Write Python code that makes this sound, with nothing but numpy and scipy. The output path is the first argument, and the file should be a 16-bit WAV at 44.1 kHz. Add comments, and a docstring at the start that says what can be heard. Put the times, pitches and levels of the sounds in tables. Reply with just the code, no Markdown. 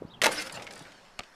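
"""Basketball through the net

Outdoors, close to the microphone, a ball slaps the cords in a quick volley, snaps the net taut and
slides out; the net whips back, rustles and flicks to rest. Soft bumps and a bird's chirp come first.
The outdoor air fades into the hiss of a gym, and a dry knock comes last."""
import sys
import numpy as np
from scipy import signal
from scipy.io import wavfile
from scipy.ndimage import map_coordinates

SR = 44100
rng = np.random.default_rng(int(sys.argv[2]) if len(sys.argv) > 2 else 0)


def wrap_up_sound(samples):
    """Save the sound to the file named by the first command line argument, as 16-bit audio."""
    columns = np.atleast_2d(samples).T
    # keep every value between -1 and 1, then stretch to whole-number steps
    tamed = np.clip(columns, -1, 1)
    steps = np.round(tamed * 32767).astype(np.int16)
    wavfile.write(sys.argv[1], SR, steps)


N = 59535
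T = np.arange(N) / SR


def amp(db):
    """Decibels to gain."""
    return 10 ** (np.asarray(db) / 20)


def unit_rms(x):
    """Scales to unit rms."""
    return x / np.sqrt(np.mean(x ** 2) + 1e-20)


def add(mix, start_s, sound):
    """Mixes a sound in at its start time."""
    part = mix[max(round(start_s * SR), 0):][:len(sound)]
    part += sound[:len(part)]


def colour(x, spectrum, tilt_db=0, size=4096):
    """Causal filter of unit energy with the given spectrum, tilted per octave around 2 kHz."""
    octave = np.log2(abs(np.fft.fftfreq(size, 1 / SR)) + 1)
    hz, db = np.transpose(spectrum)
    tilt = tilt_db * np.clip(octave - np.log2(2000), -2, 2)
    log_gain = np.log(amp(np.interp(octave, np.log2(hz), db) + tilt))
    minimum_phase = np.exp(np.conj(signal.hilbert(log_gain)))
    taps = np.fft.ifft(minimum_phase).real[:size // 2]
    return signal.fftconvolve(x, taps / np.linalg.norm(taps))[:len(x)]


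def resonate(x, hz, width_hz):
    """One resonance, at unit rms."""
    pole = np.exp((2j * np.pi * hz - np.pi * width_hz) / SR)
    return unit_rms(signal.lfilter([1], [1, -pole], x).real)


def waver(depth, width_hz):
    """A factor that wanders randomly around one."""
    return 1 + depth * resonate(rng.standard_normal(N), 0, width_hz)


def slips(per_s=7000, spread_db=3):
    """Dense tiny stick-slip clicks of uneven size."""
    size = amp(spread_db * np.minimum(rng.exponential(1, N), 4))
    return unit_rms(size * rng.choice([-1, 1], N) * (rng.random(N) < per_s / SR))


def snap(spectrum, db, decay_s, tilt_db, click=0.32):
    """A sharp contact and a quickly dying scuff."""
    fade = np.exp(-T[:SR // 8] / decay_s)
    scuff = unit_rms(rng.standard_normal(len(fade)) * fade)
    scuff[0] -= click * np.sqrt(len(fade))
    contact = unit_rms(scuff) * np.sqrt(np.mean(fade ** 2))
    return amp(db) * colour(contact, spectrum, tilt_db)


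def ring(modes):
    """Dying sines of a struck body."""
    t = T[:SR * 3 // 4]
    return sum(amp(db - 60 * t / t60) * np.sin(2 * np.pi * hz * t) for hz, db, t60 in modes)


# The open air and the gym's room tone. Each row: frequency in Hz, relative density in dB.
OUTDOOR_SPECTRUM = [(20, 2.5), (60, -2.5), (150, 3.5), (400, -4.5), (1000, -2.5), (2000, -16.5),
                    (4000, -23), (8000, -32.5), (14000, -39.5)]
GYM_SPECTRUM = [(20, 12.5), (80, -7), (170, -0.5), (300, -3.5), (420, -14), (680, -0.5), (1600, -1),
                (2600, -14), (5500, -27), (10000, -20), (14000, -34)]

def background(air_db=-54, hiss_db=-59.5, whine_db=-71, fade_from_s=0.38, fade_to_s=1.25):
    """Low outdoor air gives way to a thinner indoor hiss with a faint whine."""
    indoors = np.clip((T - fade_from_s) / (fade_to_s - fade_from_s), 0, 1)
    air, hiss, whine = rng.standard_normal((3, N))
    for _ in range(2):
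        whine = resonate(whine, hz=5330, width_hz=610)
    outside = amp(air_db) * colour(air, OUTDOOR_SPECTRUM)
    gym = amp(hiss_db) * colour(hiss, GYM_SPECTRUM) + amp(whine_db) * whine
    return (1 - indoors) * outside + indoors * gym


def echo(x, dull_hz=4000, delay_s=0.0091, t60_s=0.16):
    """Dull scatter from the surroundings reaches the microphone just after the direct sound."""
    tail = rng.standard_normal(N) * (T > delay_s) * np.exp(-np.log(1000) * T / t60_s)
    tail = signal.lfilter([1], [1, -np.exp(-2 * np.pi * dull_hz / SR)], tail)
    return signal.fftconvolve(x, tail / np.linalg.norm(tail))[:N]


# A faint chirp outdoors and its higher lead-in. Each row: time in seconds, pitch in Hz, level in dB.
CHIRP_GLIDE = [(.07, 2400, -87), (.094, 3000, -61.5), (.105, 3650, -58), (.117, 3880, -52.5),
               (.132, 3900, -63), (.139, 3210, -51), (.15, 3220, -49), (.158, 3100, -65), (.178, 2600, -54)]
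LEAD_IN_GLIDE = [(.05, 3710, -78), (.07, 4350, -67), (.085, 4860, -63.5), (.102, 5860, -76)]

def bird_note(glide, edge_s=0.0056):
    """One gliding, fluttering note of a small bird."""
    times, hz, db = np.transpose(glide)
    pitch = np.interp(T, times, hz) * waver(depth=0.032, width_hz=250)
    flutter = unit_rms(waver(depth=0.25, width_hz=120))
    gate = np.clip(np.minimum(T - times[0], times[-1] - T) / edge_s, 0, 1)
    return gate * flutter * amp(np.interp(T, times, db)) * np.sin(2 * np.pi * np.cumsum(pitch) / SR)


# Soft bumps. Each row: centre in seconds, level in dB, pitch in Hz, half length in seconds.
SOFT_BUMPS = [(.0155, -42.5, 215, 0.0082), (0.0224, -24, 387, 0.002), (0.036, -39, 417, 0.0034),
              (0.0523, -29, 167, 0.003), (.219, -32, 110, 0.0028), (.808, -42.5, 860, 0.0033),
              (0.813, -47, 290, 0.013), (.818, -44.5, 158, 0.012), (1.201, -48.5, 490, 0.0023)]

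def bumps():
    """Dull thuds, a few cycles long at most."""
    out = np.zeros(N)
    for centre_s, db, hz, half_s in SOFT_BUMPS:
        t = T - centre_s
        swell = 1 / np.cosh(np.clip(2.7 * t / half_s, -30, 30))
        out += amp(db) * swell * np.sin(2 * np.pi * hz * t)
    return out


# A dry knock in the gym and its after-taps. Each row: start in seconds, snap level in dB,
# decay in seconds, tilt in dB per octave, treble limit in Hz, ring gain in dB.
KNOCK_TAPS = [(1.1913, -26, 0.0024, 3.5, 12300, -43), (1.1944, -30.5, 0.0017, 1, 6100, -31),
              (1.1968, -42, .001, 7, 11100, -50.5), (1.2056, -27, 0.00083, -4, 4200, -40.5),
              (1.2345, -47, 0.0073, 2, 12000, -63)]
# The contact's colour. Each row: frequency in Hz, relative density in dB.
KNOCK_SPECTRUM = [(25, -18), (120, -21), (400, 1.5), (1500, -1.5), (2800, 3.5), (3600, -1), (4600, -2),
                  (6000, -10.5), (7300, -9.5), (9700, -25), (12000, -21.5), (14000, -47)]
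# The knocked body. Each row: frequency in Hz, relative level in dB, T60 in seconds.
KNOCK_MODES = [(111, -14, 0.028), (235, -9, 0.05), (447, -16, 0.012), (758, -3.5, 0.041), (1189, -2, 0.03),
               (2240, -10, 0.025), (2890, -11, 0.012), (4630, -16, 0.01), (7000, -5, 0.0094)]

def knocks():
    """A hard, bright click, then a few quick after-taps, some dull, some faint and bright."""
    out, body = np.zeros(N), ring(KNOCK_MODES)
    for start_s, db, decay_s, tilt_db, top_hz, ring_db in KNOCK_TAPS:
        tap = snap(KNOCK_SPECTRUM, db, decay_s, tilt_db)
        low_pass = signal.butter(4, top_hz, fs=SR, output="sos")
        add(out, start_s, signal.sosfilt(low_pass, tap + amp(ring_db) * body[:len(tap)]))
    return out


# The swinging net's resonances. Each row: frequency in Hz, width per pass in Hz, relative level in dB.
THRUM_BANDS = [(118, 100, -6), (200, 68, -8.5), (573, 40, -0.5), (814, 19, -5.5), (916, 31, -6.5),
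               (1288, 53, -8)]

def thrum(level_db=-47, start_s=0.508, rise_s=0.03, t60_s=0.9):
    """The net whips back and its cords thrum faintly as the swing dies."""
    age = np.maximum(T - start_s, 0)
    swing = np.minimum(age / rise_s, 1) * np.exp(-np.log(1000) * age / t60_s)
    cords = sum(amp(db) * resonate(resonate(slips(), hz, width), hz, width)
                for hz, width, db in THRUM_BANDS)
    return amp(level_db) * swing * cords


# Loose cords flicking, close by. Each row: start in seconds, relative level in dB,
# decay in seconds, tilt in dB per octave.
CORD_FLICKS = [(0.4215, -33, 0.0041, 7), (0.4696, -37, 0.0031, -0.5), (0.4964, -31, 0.004, -6),
               (0.5112, -42.5, .003, -5), (.5240, -39, 0.0062, 26), (.542, -43, 0.004, 10),
               (0.573, -37, 0.0052, -9), (0.5957, -44, 0.018, -3.5), (0.6215, -38, 0.0086, 2.5),
               (.642, -49, 0.0059, 12), (0.6672, -37.5, 0.0047, -2), (0.673, -37, 0.0053, -3.5),
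               (0.7086, -40.5, 0.0079, 3), (0.724, -48, 0.0063, 21), (0.735, -40, 0.0033, 9.5),
               (0.756, -46, 0.0044, 17), (.763, -46, 0.012, -8.5), (.777, -48, 0.0036, 27),
               (0.792, -43, 0.0044, 10), (0.822, -53.5, 0.0046, 24), (0.8521, -48.5, 0.032, -12.5),
               (0.92, -48.5, 0.0063, 0.5)]
# The colour of cord on cord. Each row: frequency in Hz, relative density in dB.
FLICK_SPECTRUM = [(50, -28), (150, -23), (600, -23), (2200, 7.5), (3000, 2), (4500, -0.5), (7000, -8.5),
                  (10500, -16.5), (14000, -34)]

def flicks(rise_s=0.00054):
    """The empty net swings and its cords brush together."""
    out = np.zeros(N)
    for start_s, db, decay_s, tilt_db in CORD_FLICKS:
        brush = snap(FLICK_SPECTRUM, db, decay_s, tilt_db, click=0)
        add(out, start_s, brush * np.minimum(T[:len(brush)] / rise_s, 1))
    return out


# Sliding cords. 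Each row: centre in seconds, half length in seconds, pitch in Hz, level in dB.
CORD_SQUEAKS = [(0.33, 0.0064, 9000, -55), (.385, 0.013, 305, -41), (.386, 0.0077, 5140, -31.5),
                (0.391, 0.0067, 1651, -61), (0.391, 0.015, 1495, -37), (0.4, 0.014, 2094, -37),
                (0.405, 0.0062, 1335, -54), (0.464, 0.02, 528.5, -45.5), (0.528, 0.005, 4750, -47),
                (0.555, 0.006, 4340, -45), (0.558, 0.0061, 7200, -46), (0.572, 0.0059, 2726, -42.5),
                (0.677, 0.013, 2140, -49), (0.71, 0.0023, 5200, -44), (0.773, 0.012, 4750, -55)]

def squeaks():
    """Where the slips fall into step, a cord gives a short, unsteady tone."""
    out = np.zeros(N)
    for centre_s, half_s, hz, db in CORD_SQUEAKS:
        pitch = hz * waver(depth=0.0218, width_hz=250)
        swell = np.exp(-((T - centre_s) / half_s) ** 2 / 2)
        out += amp(db) * swell * np.sin(2 * np.pi * np.cumsum(pitch) / SR)
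    return out


def shimmer(x, depth_db, patch_hz=168.5, patch_s=0.028, size=1024):
    """Cord lengths and tensions keep changing, so narrow resonances come and go."""
    frames = dict(fs=SR, nperseg=size, noverlap=size * 3 // 4)
    hz, t, spectra = signal.stft(x, **frames)
    field = rng.standard_normal((size, size))
    grid = np.meshgrid(hz / patch_hz, t / patch_s, indexing="ij")
    patches = unit_rms(map_coordinates(field, grid, order=1, mode="wrap"))
    _, shimmering = signal.istft(spectra * amp(depth_db * np.clip(patches, -2, 2)), **frames)
    return unit_rms(shimmering[:N])


# Cords rubbing near the microphone. Each row: time in seconds, then mid, treble and bass levels in dB.
RUB_LEVELS = [(0.218, -28, -46, -64), (.25, -40, -34.5, -55), (0.278, -34, -46, -28.5),
              (0.301, -44, -57, -36), (0.323, -37.5, -35.5, -40.5), (0.35, -42, -45.5, -41.5),
              (0.388, -35.5, -50, -44), (0.423, -39.5, -42.5, -46), (0.442, -47, -56.5, -51),
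              (0.475, -42.5, -46.5, -46), (0.489, -52, -58, -57), (.515, -56.5, -63, -49),
              (0.556, -42, -51.5, -49.5), (.595, -56, -69, -46.5), (.655, -57, -86, -52.5),
              (.74, -53.5, -66, -52), (.86, -56, -67.5, -56.5), (.96, -58, -78, -58.5),
              (1.15, -62, -96, -64.5)]
# The colours of those three bands. Each row: frequency in Hz, relative density in dB.
MID_SPECTRUM = [(400, -31), (1000, -7.5), (1550, 5), (2100, -1.5), (2500, -1.5), (4500, -4), (6500, -10),
                (9000, -17.5), (14000, -74)]
TREBLE_SPECTRUM = [(2000, -59), (5000, 5), (7000, -4), (10000, 1), (12000, -9.5), (14000, -7.5)]
BASS_SPECTRUM = [(30, -9), (100, -28), (180, -4), (310, -3), (420, -2), (530, 2), (660, -2.5), (850, -4),
                 (1300, -8.5), (3000, -33.5)]

def rustle(rise_s=0.0028):
    """Cords stick and slip over the ball and then over each other."""
    times, mid_db, treble_db, bass_db = np.transpose(RUB_LEVELS)
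    bands = [(mid_db, MID_SPECTRUM, 3.2), (treble_db, TREBLE_SPECTRUM, 4), (bass_db, BASS_SPECTRUM, 2)]
    rub = np.zeros(N)
    for db, spectrum, shimmer_db in bands:
        friction = colour(shimmer(slips(), shimmer_db), spectrum)
        rub += amp(np.interp(T, times, db)) * friction
    return np.clip((T - times[0]) / rise_s, 0, 1) * rub


# Ball against cords, close to the microphone. Each row: start in seconds, relative snap level in dB,
# decay in seconds, tilt in dB per octave, ring gain in dB.
BALL_SLAPS = [(.2172, -17.5, 0.0028, 1.5, -35), (.2195, -19.5, 0.0017, 1, -56),
              (.2222, -20, 0.0022, 3.5, -49), (.2255, -20, 0.0019, -5.5, -44.5),
              (.2368, -20, 0.00083, 4, -21), (.2385, -25, 0.0027, 7, -22), (.2428, -16, 0.0042, 2, -26),
              (.2468, -18.5, 0.003, -0.5, -37), (.2498, -12.5, 0.0011, -4.5, -36),
              (.2560, -40, 0.0049, 9, -27.5), (.2595, -14, 0.0012, 0.5, -18.5),
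              (.2622, -24.5, 0.0033, 6, -25.5), (.2655, -6, 0.00067, -6, -32.5),
              (.2668, -13.5, 0.00085, 4, -44)]
# The colour of a slap. Each row: frequency in Hz, relative density in dB.
SLAP_SPECTRUM = [(30, -26), (110, -25), (250, -13), (600, -3), (1100, -3.5), (2000, 3.5), (3200, -3),
                 (6000, -11), (11000, -18.5), (14000, -28)]
# The ring of the slapped cords, and of ball and hoop as the net jerks taut.
# Each row: frequency in Hz, relative level in dB, T60 in seconds.
CORD_MODES = [(259, -5.5, 0.049), (651, -2, 0.026), (894, -2, 0.033), (1190, -24, 0.068), (1422, -7, 0.094),
              (1637, -7, 0.059), (1817, -12, 0.071), (2024, -6, 0.05), (2057, -1, 0.055), (2180, -9, 0.064),
              (2480, -12, 0.039), (2600, -14.5, 0.065), (3894, -4.5, 0.1), (4710, -14, 0.074),
              (5480, -11, 0.03), (6110, -4.5, 0.043)]
BALL_AND_HOOP_MODES = [(302, -37, 0.49), (495, -43, 0.14), (740, -25.5, 0.093), (811.4, -35, 0.31),
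                       (911, -14, 0.043), (1226, -28, 0.086), (1335, -32, 0.1), (2126, -38, 0.58)]

def ball_in_net(taut_s=0.2655, low_cut_hz=320):
    """The ball slaps through the cords and pulls the net taut with a hollow thock."""
    out, cords = np.zeros(N), ring(CORD_MODES)
    for start_s, db, decay_s, tilt_db, ring_db in BALL_SLAPS:
        add(out, start_s, snap(SLAP_SPECTRUM, db, decay_s, tilt_db))
        add(out, start_s, amp(ring_db) * cords)
    add(out, taut_s, ring(BALL_AND_HOOP_MODES))
    low_cut = signal.butter(2, low_cut_hz, "high", fs=SR, output="sos")  # thin cords radiate little bass
    return signal.sosfilt(low_cut, out)


def scene(net_echo_db=-18, bird_echo_db=-14, knock_echo_db=-22):
    """One microphone close to the net, with bumps, bird, knock and air around it."""
    foreground = ball_in_net() + rustle() + flicks() + thrum() + squeaks() + bumps()
    knock = knocks()
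    bird = bird_note(CHIRP_GLIDE) + bird_note(LEAD_IN_GLIDE)
    scatter = echo(amp(net_echo_db) * foreground + amp(bird_echo_db) * bird + amp(knock_echo_db) * knock)
    return (foreground + knock + bird + scatter + background())[None]


def record(dry, top_hz=14050):
    """The recorder's band limit."""
    low_pass = signal.firwin(511, top_hz, window=("kaiser", 9), fs=SR)
    return signal.oaconvolve(dry, low_pass[None], "same")


dry = scene()
out = record(dry)
wrap_up_sound(out)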